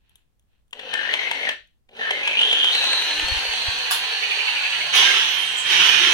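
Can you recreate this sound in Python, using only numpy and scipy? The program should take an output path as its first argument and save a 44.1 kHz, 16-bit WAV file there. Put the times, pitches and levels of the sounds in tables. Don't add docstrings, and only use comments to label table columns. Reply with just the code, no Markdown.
import sys
import numpy as np
from scipy import signal
from scipy.fft import rfft, irfft, next_fast_len
from scipy.io import wavfile
from scipy.ndimage import uniform_filter1d, map_coordinates

SR = 44100
rng = np.random.default_rng(int(sys.argv[2]) if len(sys.argv) > 2 else 0)


def master(y):
    cut = np.clip(np.atleast_2d(y).T, -1, 1)
    pcm = np.round(cut * 32767)
    wavfile.write(sys.argv[1], SR, pcm.astype(np.int16))


N = 270333
TIME = np.arange(N) / SR
AWAY_S = (2.75, 3.99)
GROWL_LAW = (-39, -0.24, -12)

# (on [s], spun up [s], starting level [dB], off [s], first chuck tick [s])
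RUNS = [(0.735, 0.934, -17, 1.516, .9358), (1.883, 1.998, -37, 6.2, 2.1056)]
# (time [s], relative level [dB], rise [s], decay [s])
PUSHES = [(4.912, -11.5, 0.021, 0.27), (5.618, -17, 0.066, 24)]
# (frequency [Hz], relative level [dB])
CLATTER_SPECTRUM = [(150, -41), (420, -15.5), (650, -14), (800, -2.5), (1020, -3.5), (1220, -9.5),
                    (1500, -1.5), (1780, 0), (2200, -4.5), (2600, 4.5), (3050, 2.5), (3550, -1),
                    (4200, -3.5), (5000, -18.5), (6200, -16.5), (7200, -52.5), (16000, -70)]


def amp(db):
    return 10 ** (np.asarray(db) / 20)


def unit(x):
    return x / np.sqrt(np.mean(x ** 2) + 1e-20)


def curve(rows):
    return np.interp(TIME, *np.transpose(rows))


def at_frequency(points, hz):
    f, value = np.transpose(points)
    return np.interp(np.log(hz + 1), np.log(f + 1), value)


def colour(x, spectrum):
    log_gain = np.log(amp(at_frequency(spectrum, abs(np.fft.fftfreq(4096, 1 / SR)))))
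    response = np.exp(np.conj(signal.hilbert(log_gain)))
    taps = np.fft.ifft(response).real[:2048]
    return signal.oaconvolve(x, taps / np.linalg.norm(taps))[:N]


def noise():
    return rng.standard_normal(N)


def wander(hz):
    size = next_fast_len(N)
    rolloff = 1 + (np.fft.rfftfreq(size, 1 / SR) / hz) ** 4
    return unit(irfft(rfft(noise(), size) / rolloff, size)[:N])


def grains(per_s, spread_db):
    size = amp(spread_db * np.minimum(rng.exponential(1, N), 4))
    return unit(size * np.sign(noise()) * (rng.random(N) < per_s / SR))


def resonate(x, hz, width):
    carrier = np.exp(2j * np.pi * np.cumsum(hz * np.ones(N)) / SR)
    pole = np.exp(-np.pi * width / SR)
    return 2 * (carrier * signal.lfilter([1 - pole], [1, -pole], x / carrier)).real


def rough_tone(hz, width):
    hz = hz * (1 + 0.0064 * wander(28))
    return unit(resonate(resonate(noise(), hz, width), hz, width))


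def bursts(rows, rise, decay):
    t, blows = np.arange(SR // 2) / SR, np.zeros(N)
    for s, db in rows:
        blows[round(s * SR)] = amp(db)
    shape = (1 - np.exp(-(t / rise) ** 2)) * np.exp(-t / decay)
    return signal.oaconvolve(blows, shape)[:N]


def swell(middle, half):
    return np.exp(-np.minimum(((TIME - middle) / half) ** 2, 50))


def onset(start, rise):
    return 1 - np.exp(-np.minimum((np.maximum(TIME - start, 0) / rise) ** 2, 50))


def room_tone():
    # (frequency [Hz], relative level [dB])
    spectrum = [(25, -5.5), (60, -6), (150, -18), (400, -28.5), (1200, -37), (3200, -41.5), (5000, -44.5),
                (15000, -47.5)]
    return amp(-65.5) * np.array([unit(colour(noise(), spectrum)) for _ in range(2)])


def drones():
    # (middle [s], half length [s], frequency [Hz], width [Hz], level [dB])
    swells = [(3.095, 0.33, 306, 80, -51.5), (3.7, 0.57, 155, 40, -65.5), (4.2, 0.27, 429, 40, -51.5)]
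    return sum(rough_tone(hz, width) * amp(db) * swell(s, half) for s, half, hz, width, db in swells)


def handling():
    # (time [s], level [dB], frequency [Hz])
    thumps = [(3.245, -31, 44.83), (3.325, -23.5, 63.2), (3.374, -30, 55), (3.495, -39, 49.9),
              (3.688, -25.5, 77)]
    # (middle [s], half length [s], rustle [dB], rumble [dB])
    shifts = [(0.126, 0.11, -69, -73), (0.552, 0.063, -75, -82), (3.288, 0.097, -74, -44),
              (3.5, 0.61, -72, -58)]
    swing = sum(amp(db) * np.exp(2j * np.pi * hz * (TIME - s) - ((TIME - s) * hz / 0.51) ** 2)
                for s, db, hz in thumps)
    bumps = np.array([swing.real, swing.imag]) * amp([[4], [-3]])
    rustle = np.array([colour(grains(2000, 3.5), CLATTER_SPECTRUM) for _ in range(2)])
    rumble = np.array([colour(noise(), [(50, 8), (120, -3.5), (300, -14), (2000, -48)]) for _ in range(2)])
    return bumps + sum(swell(s, half) * (rustle * amp(rustle_db) + rumble * amp(rumble_db))
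                       for s, half, rustle_db, rumble_db in shifts)


def reflections():
    # (frequency [Hz], time to fall 60 dB [s])
    decay_times = [(200, 0.24), (1000, 0.21), (4000, 0.31), (14000, 0.22)]
    hz, t, spectra = signal.stft(rng.standard_normal((2, round(.3 * SR))), SR, nperseg=256)
    coherence = at_frequency([(300, 0.77), (650, 0.56), (1200, 0.017)], hz)[:, None]
    spectra[1] = coherence * spectra[0] + np.sqrt(1 - coherence ** 2) * spectra[1]
    decay = amp(-60 * t / at_frequency(decay_times, hz)[:, None])
    tail = signal.istft(spectra * decay, SR, nperseg=256)[1]
    tail[:, :round(.003 * SR)] = 0
    return tail / np.linalg.norm(tail[0])


def room(x, near, hop=4096):
    padded = np.pad(x + amp(-15) * near, (hop, 2 * hop))
    wet = np.zeros((2, N + SR))
    for at in range(0, N + hop, hop):
        block = padded[at:at + 2 * hop] * signal.windows.cosine(2 * hop)
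        echoes = signal.fftconvolve(block[None], reflections(), axes=1)
        wet[:, at:at + echoes.shape[1]] += echoes
    away = np.interp(TIME, [2.7, 3.7], [0, 1])
    right_lag_s = 0.00019 * (1 - away) - 0.00016 * away
    left = x + near
    right = map_coordinates(left, [np.arange(N) - right_lag_s * SR], order=3)
    return np.array([left, right]) * amp(-4 - 4.9 * away) + wet[:, hop:hop + N] * amp(-1 + 2.71 * away)


def microphone_shade(x):
    # (time [s], left minus right [dB])
    balance = [(1.0, 7), (2.4, -0.5), (3.2, -0.5), (3.8, -4), (4.7, -5), (5.3, -6.5), (6.1, -9)]
    bass = signal.sosfiltfilt(signal.butter(3, 1500, fs=SR, output="sos"), x)
    top = signal.sosfiltfilt(signal.butter(3, 4200, "high", fs=SR, output="sos"), x)
    middle = x - bass - top
    side = np.array([[.5], [-.5]])
    shade_db = side * curve(balance)
    return bass * amp(side * 2.44) + middle * amp(shade_db) + top * amp(0.26 * shade_db)


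def tooth_rate():
    # (start [s], tooth rate [Hz])
    speeds = [(0.92, 1747), (1.095, 2089), (1.465, 1796), (1.99, 1765), (2.095, 2056), (2.225, 2460),
              (2.37, 2979), (2.415, 3246), (2.52, 3134), (2.715, 4034), (3.01, 4138), (3.27, 4336),
              (4.2, 4401)]
    starts, hz = np.transpose(speeds)
    step = np.maximum(np.searchsorted(starts, TIME) - 1, 0)
    return uniform_filter1d(hz[step], size=400)


def each_turn(first, until, teeth_per_turn=364):
    turns = np.cumsum(tooth_rate()) / SR / teeth_per_turn
    first_turn, last_turn = np.interp([first, until], TIME, turns)
    return np.interp(np.arange(first_turn, last_turn), turns, TIME)


def powered(swell_depth, stop_s=0.0054):
    return sum(onset(on, 0.0044) * amp(swell_depth * np.interp(TIME, [on, up], [start_db, 0]))
               * np.exp(-np.clip((TIME - off) / stop_s, 0, 50)) for on, up, start_db, off, _ in RUNS)


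def loaded():
    return onset(PUSHES[0][0], 0.067)


def loudness(db, per_octave_db, away_db, load_db=-2.5):
    speed_db = per_octave_db * np.log2(tooth_rate() / 2000)
    distance_db = np.interp(TIME, AWAY_S, [0, away_db])
    return amp(db + speed_db + distance_db + load_db * loaded())


def mains_throb(depth, mains_hz=50):
    cycle = (TIME * mains_hz + .5) % 1
    kick = unit(cycle * np.exp(-2 * cycle / 0.28))
    share = depth * np.interp(tooth_rate(), [2400, 4200], [1, .3])
    return np.sqrt(1 - share + share * kick ** 2)


def gear_case(x):
    # (frequency [Hz], width [Hz], level relative to the input [dB])
    modes = [(740, 31, -7), (992, 19, -17.5), (1726, 16, -9), (1770, 310, -13), (2163, 30, -5.5),
             (2820, 72, -27.5), (3013, 40, -14), (3120, 5.6, -35.5)]
    rings = sum(amp(db) * signal.lfilter(*signal.iirpeak(hz, hz / width, fs=SR), x)
                for hz, width, db in modes)
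    return amp(-1) * (x + rings)


def grip_clicks():
    # (time [s], relative level [dB])
    clicks = [(.094, -60), (.156, -48.5), (.395, -63), (.425, -79), (.68, -76), (.7085, -60), (1.673, -65)]
    # (frequency [Hz], relative level [dB])
    spectrum = [(200, -6), (2400, -3.5), (3400, 16), (4600, -14), (7000, 6), (11000, 4), (16000, -7)]
    return colour(noise() * bursts(clicks, rise=0.00033, decay=0.0024), spectrum) * amp(11)


def chuck_ticks():
    # (time [s], relative level [dB])
    knocks = [(.7274, -39.5), (.7921, -42.5), (1.8876, -62.5), (1.9636, -50)]
    # (frequency [Hz], relative level [dB])
    body_spectrum = [(200, -26), (500, -5.5), (950, 2), (1250, -8.5), (1800, 4), (3200, 9.5), (4200, -7),
                     (6000, -17.5), (16000, -41.5)]
    # (frequency [Hz], relative level [dB])
    edge_spectrum = [(2500, -38.5), (6000, 10.5), (8000, 16.5), (12000, -8.5), (16000, 0.5)]
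    times = [s for *_, off, first in RUNS for s in each_turn(first, min(off, PUSHES[0][0]))]

    def chatter(gain):
        ticks = list(zip(times, np.interp(times, TIME, 20 * np.log10(gain))))
        return noise() * bursts(knocks + ticks, rise=0.004, decay=.0028)
    body = colour(chatter(loudness(-28, per_octave_db=-0.79, away_db=-7.5)), body_spectrum)
    edge = colour(chatter(loudness(-27.5, per_octave_db=1.5, away_db=-6)), edge_spectrum)
    return body * amp(32.5) + edge * amp(14.5)


def bit_grazing():
    # (time [s], relative level [dB])
    skids = [(3.905, -8), (3.921, -33), (3.934, -32), (4.95, -16)]
    # (frequency [Hz], relative level [dB])
    spectrum = [(300, -26), (950, 3), (1600, 5.5), (2400, -7), (3400, 7.5), (5000, -3), (9000, -9.5),
                (11000, 1), (12500, -9), (16000, -8)]
    skid = colour(grains(5200, 6.3) * bursts(skids, rise=0.0011, decay=0.0083), spectrum)
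    contact = sum(swell(s, 0.0082) for s in each_turn(first=4.227, until=4.86))
    rub = unit(resonate(resonate(noise(), 2540, 620), 2530, 860))
    return skid + amp(-19.5) * contact * rub


def bit_boring():
    # (frequency [Hz], relative level [dB])
    grind_spectrum = [(70, -38.5), (160, -28.5), (230, -29), (370, -12), (650, -20), (920, -7), (1200, -9),
                      (1700, -4.5), (2400, -2.5), (3050, 4), (3900, -5), (4800, -14), (6200, -9),
                      (7500, -46)]
    # (frequency [Hz], relative level [dB])
    grit_spectrum = [(3000, -5.5), (6100, 10.5), (7200, 2), (9500, 4.5), (11300, 0.5), (12800, -16),
                     (16000, -27)]
    # (frequency [Hz], width [Hz], level [dB])
    bit_modes = [(2950, 30, -32), (3150, 33, -27), (3240, 39, -33.5)]
    # (time [s], pitch [Hz])
    squeal_pitch = [(5.0, 16200), (5.27, 16100), (5.35, 11200), (5.51, 7800), (5.61, 7500), (5.76, 14900),
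                    (5.93, 12200), (6.02, 15300)]
    push = sum(amp(db) * onset(s, rise) * np.exp(-np.maximum(TIME - s, 0) / decay)
               for s, db, rise, decay in PUSHES)
    bite = amp(1.5 * wander(90))
    grind = colour(grains(4000, 2.3), grind_spectrum) * amp(-1)
    grit = colour(grains(5700, 3.3), grit_spectrum) * amp(-19)
    ring = sum(rough_tone(hz, width) * amp(db) for hz, width, db in bit_modes) * (push / push.max()) ** 0.31
    squeal_hz = curve(squeal_pitch)
    squeal_db = -45 - 6 * np.log2(squeal_hz / 8000)
    squeal = rough_tone(squeal_hz, width=2000) * amp(squeal_db + 4.5 * wander(35))
    groan_s = 5.07
    groan_hz = 1583 - 1100 * np.clip(TIME - groan_s, -.5, .5)
    groan = rough_tone(groan_hz, width=81) * amp(-26.5) * swell(groan_s, 0.042)
    lean = amp(-16) * onset(4.62, 0.15) * (1 - loaded())
    wall = rough_tone(158, width=37) * amp(-48.5) * np.sqrt(push + lean)
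    return bite * (push * (grind + grit) + squeal * loaded() + groan) + ring + wall


def motor_running():
    # (frequency [Hz], relative level [dB])
    growl_spectrum = [(60, -37), (170, -33.5), (240, -7.5), (320, -13), (440, 0.5), (580, 2), (680, -4.5),
                      (800, -4.5), (1200, -23), (4000, -40.5)]
    # (frequency [Hz], relative level [dB])
    hiss_spectrum = [(2000, -3.5), (5200, 3), (6200, 14), (7300, -1), (8700, 8), (10300, -4.5),
                     (11300, -0.5), (13500, -9.5), (16000, -16)]
    clatter = colour(grains(5000, 2.8), CLATTER_SPECTRUM) * mains_throb(.5) * amp(-2 + wander(40))
    clatter *= loudness(-29.5, per_octave_db=7.05, away_db=-5)
    growl = colour(grains(2500, 0.57), growl_spectrum) * mains_throb(0.75) * amp(-2)
    growl *= loudness(*GROWL_LAW)
    hiss = colour(grains(11000, 2.6), hiss_spectrum) * mains_throb(.2)
    hiss *= loudness(-52.5, per_octave_db=14.7, away_db=-7.5)
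    rattle = rough_tone(3030, width=190) * mains_throb(0.96)
    rattle *= loudness(-35.5, per_octave_db=2, away_db=-8)
    return (clatter + rattle + hiss) * powered(1) + growl * powered(0.51)


def gear_whine(armature_teeth=10, rise_s=.008, case_cutoff_hz=4150):
    # (tooth rate [Hz], relative level [dB])
    case_response = [(1750, -24.5), (1800, -19.5), (2050, -25.5), (2460, -20.5), (2980, -13), (3240, -14.5),
                     (4030, -15.5), (4140, -22), (4340, -19.5), (4400, -20.5)]
    tooth_hz = tooth_rate() * (1 + 0.01008 * wander(40.1))
    phase = 2 * np.pi * np.cumsum(tooth_hz) / SR
    tone = unit(np.sin(phase + .9 * wander(90)))
    fuzz = unit(resonate(resonate(noise(), tooth_hz, 320), tooth_hz, 850))
    rough = np.interp(tooth_hz, [1800, 4000], [.4, .88])
    driven = sum(onset(up - rise_s, rise_s) * (1 - onset(off - .03, 0.021)) for _, up, _, off, _ in RUNS)
    level_db = at_frequency(case_response, tooth_rate()) + np.interp(TIME, AWAY_S, [0, -3.5]) - 4
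    mesh = (np.sqrt(1 - rough) * tone + np.sqrt(rough) * fuzz) * driven * amp(level_db)
    mesh = signal.sosfilt(signal.butter(8, case_cutoff_hz, fs=SR, output="sos"), mesh)
    shaft = np.sin(phase / armature_teeth + 0.89 * wander(25))
    mesh *= 1 + 0.1 * shaft
    hum = shaft * powered(0.73) * loudness(*GROWL_LAW) * amp(np.interp(tooth_hz, [2000, 4300], [-22, -7]))
    return (mesh + hum) * mains_throb(1) * (1 - loaded())


def scene():
    gears = gear_whine()
    drill = gear_case(gears * amp(-2.5) + motor_running() + bit_boring() + bit_grazing())
    in_room = drill + drones()
    near = chuck_ticks() + grip_clicks() + gear_case(gears) * amp(-6)
    return microphone_shade(room(in_room, near)) + handling() + room_tone()


def record(dry):
    lowpass = signal.firwin(511, 16000, window=("kaiser", 9), fs=SR)
    return signal.oaconvolve(dry, lowpass[None], "same")


dry = scene()
out = record(dry)
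master(out)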